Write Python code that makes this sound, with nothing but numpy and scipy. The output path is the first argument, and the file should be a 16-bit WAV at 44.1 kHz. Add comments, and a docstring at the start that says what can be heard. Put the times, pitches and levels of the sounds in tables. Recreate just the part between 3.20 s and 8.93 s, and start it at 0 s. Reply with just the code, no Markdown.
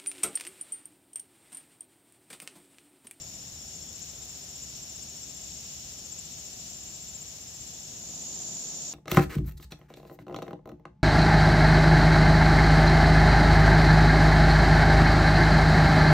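"""Two close crickets chirp quickly over the high buzz of far cicadas, in a summer garden on a wooded slope.
More crickets chirp and trill in the ground cover, over a low distant rumble and an airy hiss.
Crickets scrape one wing over the other, and swaying leaves scatter their calls; cicadas click
ribbed plates called tymbals. Near the end the microphone zooms in on the trees and the chorus swells."""
import sys
import numpy as np
from scipy import signal
from scipy.fft import rfft, irfft
from scipy.io import wavfile

SR = 44100
rng = np.random.default_rng(int(sys.argv[2]) if len(sys.argv) > 2 else 0)


def to_wav(sig):
    """Store sig (one row per channel, or 1-D mono) as 16-bit WAV at the path in sys.argv[1].

    Samples outside -1..1 are clipped; the rate is SR.
    """
    pcm = np.clip(np.atleast_2d(sig), -1, 1) * 32767
    pcm = np.round(pcm).astype(np.int16)
    wavfile.write(sys.argv[1], SR, pcm.T)  # frames by channels


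N = 252693
TIME = np.arange(N) / SR
FREQS_HZ = np.fft.rfftfreq(N, 1 / SR)


def from_db(db):
    """Turn decibels into a gain."""
    return 10 ** (np.asarray(db) / 20)


def rms_one(x):
    """Scale a sound to an average power of 1."""
    return x / np.sqrt(np.mean(x ** 2) + 1e-20)


def in_time(rows):
    """Join a table's points in time with straight lines: one curve for each value column."""
    seconds, *columns = np.transpose(rows)
    return [np.interp(TIME, seconds, column) for column in columns]


def in_frequency(rows):
    """Join a table's points along a logarithmic frequency axis."""
    hz, values = np.transpose(rows)
    return np.interp(np.log(FREQS_HZ + 1), np.log(hz), values)


def equalise(x, spectrum):
    """Turn each frequency up or down by the dB in a table."""
    return irfft(rfft(x) * from_db(in_frequency(spectrum)), N)


def pan(left_db):
    """Left and right gains, with the left louder by this many dB."""
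    return from_db(np.array([[.5], [-.5]]) * left_db)


def ease(start_s, length_s):
    """A smooth step from 0 to 1."""
    return np.sin(np.pi / 2 * np.clip((TIME - start_s) / length_s, 0, 1)) ** 2


def drift(rate):
    """A smooth random wander, about 1 in size, with roughly this many turns a second."""
    pole = np.exp(-80 * np.pi * rate / SR)
    noise = rng.standard_normal(N // 40 + 2002)   # one value for every 40 samples
    slow = signal.lfilter([1], [1, -2 * pole, pole * pole], noise)[2000:]
    return np.interp(np.arange(N) / 40, np.arange(len(slow)), rms_one(slow))


# The rumble's tone. Each row: frequency in Hz, relative level in dB.
RUMBLE_SPECTRUM = [(22, -43), (32, -20), (46, -9.5), (57, -5), (70, 1), (100, -5.5), (128, -5.5),
                   (150, -3.5), (260, -11.5), (480, -18.5), (720, -16.5), (900, -24.5), (1400, -26.5),
                   (2500, -55)]
# How alike left and right are. 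Each row: frequency in Hz, likeness from 0 to 1.
RUMBLE_LIKENESS = [(60, 0.99), (125, 0.96), (250, 0.97), (500, 0.91), (800, 0.96), (1200, 0.033),
                   (3000, 0.046)]
# The rumble's loudness. Each row: time in seconds, relative level in dB.
RUMBLE_LEVEL = [(0.0, -53.5), (0.13, -56), (5.73, -57)]
# How full zoom changes the rumble's tone. Each row: frequency in Hz, boost or cut in dB.
ZOOM_COLOUR = [(40, 3), (80, -8.5), (160, 5.5), (400, 7), (900, 7), (2000, 2)]


def distant_rumble(zoom, gain_db=3.5):
    """Low noise, much the same on both sides; zooming thins the bass and lifts the middle range."""
    alike = np.clip(in_frequency(RUMBLE_LIKENESS), 0, 1)
    mid, side = rfft(rng.standard_normal((2, N)))
    noise = irfft(np.sqrt(1 + alike) * mid + np.sqrt(1 - alike) * side * [[1], [-1]], N)
    wide = rms_one(equalise(noise, RUMBLE_SPECTRUM))
    close = equalise(wide, ZOOM_COLOUR)
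    return from_db(in_time(RUMBLE_LEVEL)[0] + gain_db) * ((1 - zoom) * wide + zoom * close)


# The tone of the hiss. Each row: frequency in Hz, relative level in dB.
HISS_SPECTRUM = [(300, -25), (700, -0.5), (1100, -1.5), (1800, 3.5), (3000, 3.5), (8500, -1.5), (10500, 1),
                 (13000, 0.5), (14700, -1), (15600, -6.5)]


def air_hiss():
    """The even hiss of the air."""
    return from_db(-55) * pan(-.9) * rms_one(equalise(rng.standard_normal((2, N)), HISS_SPECTRUM))


def foliage(x, scatter_db, decay_s, sway_per_s=1.5):
    """Mix a call with its fading echoes off swaying leaves, different on each side; power is kept."""
    age = np.arange(SR // 4) / SR
    echoes = rng.standard_normal((2, 2, len(age))) * from_db(-60 * age / decay_s)
    one_way, other_way = signal.fftconvolve(x[None, None], echoes, axes=2)[..., :N]
    sway = np.pi * sway_per_s * TIME + drift(sway_per_s)
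    scattered = rms_one(np.cos(sway) * one_way + np.sin(sway) * other_way) * np.std(x)
    return (x + from_db(scatter_db) * scattered) / np.hypot(1, from_db(scatter_db))


def wing_song(strokes, top_hz, duty, arch_hz, fall_hz, rasp_hz, octave_db):
    """A wing scrapes over a row of teeth: pitch and loudness follow its speed, which peaks mid-stroke."""
    # strokes counts up by 1 per stroke; duty is the share of that time that sounds
    place = np.clip(((strokes + .5) % 1 - .5) * 2 / duty, -1, 1)   # -1 as a stroke starts, 1 as it ends
    hz = top_hz - arch_hz * place ** 2 - fall_hz * place + rasp_hz * drift(316)   # uneven teeth rasp
    phase = 2 * np.pi * np.cumsum(hz) / SR
    tone = np.sin(phase) + from_db(octave_db) * np.sin(2 * phase)
    pressure = from_db(.8 * drift(24))   # no two strokes are alike
    return np.sqrt(2) * pressure * np.cos(np.pi / 2 * place) ** 2 * tone


def tree_cricket():
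    """A faint, lower-pitched trill wavers deep in the trees."""
    strokes = 50 * TIME + .3 * drift(1)
    top_hz = 3540 + 60 * drift(20)
    song = wing_song(strokes, top_hz, duty=.8, arch_hz=60, fall_hz=90, rasp_hz=70, octave_db=-40)
    return from_db(-66 + 1.5 * drift(4)) * pan(2) * foliage(rms_one(song), scatter_db=8, decay_s=.14)


def far_crickets(zoom, width, count=16):
    """A crowd blurred by distance, each with its own pace and pitch; zooming makes it louder."""
    crowd = 0
    for rank, (pace, start) in zip(np.linspace(0, 1, count), rng.random((count, 2))):
        strokes = (14 + 20 * pace) * TIME + start + .2 * drift(.95)
        top_hz = 6350 + 850 * rank + 90 * drift(10)
        song = wing_song(strokes, top_hz, duty=.55, arch_hz=552.6, fall_hz=258.6, rasp_hz=75.03,
                         octave_db=-46)
        crowd = crowd + from_db(3.4 * rank) * song   # the higher ones are louder
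    blurred = rms_one(foliage(crowd, scatter_db=4, decay_s=.08))
    return from_db(-52 + 8.5 * zoom) * pan(10.8 * width) * blurred


def tymbal_buzz(spectrum, pulses_per_s, depth, count):
    """Cicadas buckle their tymbals in bursts of clicks, which the trees smear into pulsing noise."""
    buzz = 0
    for pace in rng.normal(1, .03, count):
        cycle = 2 * np.pi * (pulses_per_s * pace * TIME + .13 * drift(1.6))
        buzz = buzz + (1 + depth * np.cos(cycle)) * rng.standard_normal((2, N))
    return rms_one(equalise(buzz, spectrum))


# The tone of the cicadas all around, and of those ahead. Each row: frequency in Hz, relative level in dB.
AROUND_SPECTRUM = [(1500, -47), (2200, -19), (2900, -8.5), (3250, -11), (3550, -9.5), (3850, -9),
                   (4450, -7), (4900, -8), (5400, 0), (5900, -2), (6800, -1), (7300, -6), (7700, -3.5),
                   (8700, -24.5)]
AHEAD_SPECTRUM = [(2000, -26), (3500, -13.5), (5000, -9), (5750, -6), (6080, 3.5), (6300, -16), (6750, 5.5),
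                  (7200, 3.5), (7450, -10), (7700, -20), (8100, -8), (8500, -65)]
# The loudness of the cicadas all around. Each row: time in seconds, relative level in dB.
AROUND_LEVEL = [(0.0, -58), (3.36, -54.5), (4.7, -56.5)]


def cicadas(zoom, width, around_gain_db=10):
    """Far cicadas merge into a high buzz; zooming favours the trees straight ahead."""
    around_db = in_time(AROUND_LEVEL)[0] + around_gain_db - 2 * zoom + .81 * drift(4.6)
    around = tymbal_buzz(AROUND_SPECTRUM, pulses_per_s=170, depth=.25, count=4)
    ahead = tymbal_buzz(AHEAD_SPECTRUM, pulses_per_s=66, depth=.22, count=1)
    return from_db(around_db) * pan(2.8 * width) * around + zoom * from_db(-39) * pan(.2) * ahead


def high_triller(zoom, width):
    """A cricket's rough, high trill with a thin octave above it; zooming turns away from it."""
    strokes = 43 * TIME + .21 * drift(.53)
    top_hz = 6860 + 35 * drift(20)
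    song = wing_song(strokes, top_hz, duty=.85, arch_hz=90, fall_hz=60, rasp_hz=45, octave_db=-14.5)
    return from_db(-53.5 - 3 * zoom) * pan(width) * foliage(rms_one(song), scatter_db=2, decay_s=.08)


# The low trill's loudness. Each row: time in seconds, level in dB before its small swells.
LOW_TRILL_LEVEL = [(0, -53.5), (2.3, -54.5), (3.3, -58), (4.75, -58.5), (5.73, -53)]


def low_triller(width, fast_per_s=76.7, slow_per_s=62.2):
    """A cricket's fast trill of short, falling strokes that swell in small groups; it slows once."""
    slowed = ease(start_s=4.25, length_s=.42)
    strokes = np.cumsum((1 - slowed) * fast_per_s + slowed * slow_per_s) / SR
    top_hz = 5500 + 30 * drift(35)
    song = wing_song(strokes, top_hz, duty=.8, arch_hz=40, fall_hz=180, rasp_hz=25, octave_db=-40)
    swell_db = .7 + 1.5 * np.sin(2 * np.pi * (9 * TIME + .3 * drift(2)))
    gain = from_db(in_time(LOW_TRILL_LEVEL)[0] + swell_db)
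    return gain * pan(4.5 * width) * foliage(rms_one(song), scatter_db=-7, decay_s=.05)


# The first close cricket's pace. Each row: time in seconds, chirps per second.
FIRST_PACE = [(0, 14.8), (1.6, 14.97), (2, 14.66), (4.3, 14.56), (4.75, 15.45), (5.73, 14.7)]
# How hard it sings. Each row: time in seconds, level at the top of a chirp in dB.
FIRST_EFFORT = [(0, -44.5), (2.2, -44.5), (2.7, -46), (3.3, -48.5), (3.75, -43), (4.7, -50.5),
                (5.05, -40.5), (5.73, -42.5)]
# Chirps that sound louder where the two close crickets coincide. Each row: time in seconds, extra dB.
LOUD_CHIRPS = [(1.37, 3), (1.435, 6), (1.635, 5), (2.925, 6), (2.99, 8), (5.69, 5)]


def first_chirper(opening_s):
    """A close cricket hurries and slackens; a few chirps stand out as it falls in step with the other."""
    extra_db = sum(db * np.exp(-((TIME - at_s) / .03) ** 2) for at_s, db in LOUD_CHIRPS)
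    pace, = in_time(FIRST_PACE)
    strokes = np.cumsum(pace) / SR - pace[0] * opening_s
    top_hz = 7395 + 15 * drift(4)
    song = wing_song(strokes, top_hz, duty=.5, arch_hz=300, fall_hz=40, rasp_hz=32, octave_db=-42)
    return from_db(in_time(FIRST_EFFORT)[0] + extra_db) * song


# How hard the second close cricket sings.
# Each row: time in seconds, level at the top of a chirp in dB, level of its thin octave in dB.
SECOND_EFFORT = [(0, -48.5, -70), (.55, -49, -68), (.7, -55, -58.5), (1.5, -53, -61), (1.85, -46.5, -61.5),
                 (3.4, -46.5, -62.5), (4.5, -44, -65), (4.85, -54, -68), (5.73, -47, -68)]


def second_chirper(opening_s, chirps_per_s=15.48):
    """A close cricket that keeps strict time."""
    level_db, octave_db = in_time(SECOND_EFFORT)
    strokes = chirps_per_s * (TIME - opening_s)
    top_hz = 7440 + 20 * drift(4)
    return from_db(level_db) * wing_song(strokes, top_hz, duty=.5, arch_hz=420, fall_hz=40, rasp_hz=44,
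                                         octave_db=octave_db - level_db)


def close_crickets(width, opening_s=.018):
    """The two start together, then slide in and out of step; weak echoes leave each chirp distinct."""
    songs = first_chirper(opening_s), second_chirper(opening_s)
    first, second = (foliage(song, scatter_db=-5, decay_s=.035) for song in songs)
    return pan(7 * width) * first + pan(3.5 * width) * second


def scene():
    """Insects over rumble and hiss; most sing to the left, and the zoom draws them to the centre."""
    zoom = .099 + .901 * ease(start_s=4.38, length_s=.97)   # 0 is wide, 1 is close
    width = 1 - .97 * zoom
    singers = close_crickets(width) + low_triller(width) + high_triller(zoom, width) + tree_cricket()
    chorus = cicadas(zoom, width) + far_crickets(zoom, width)
    return singers + chorus + distant_rumble(zoom) + air_hiss()


def record(dry, cutoff_hz=15600):
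    """Cut the very highest treble steeply."""
    return signal.sosfilt(signal.ellip(12, .1, 80, cutoff_hz, fs=SR, output="sos"), dry)


dry = scene()
out = record(dry)
to_wav(out)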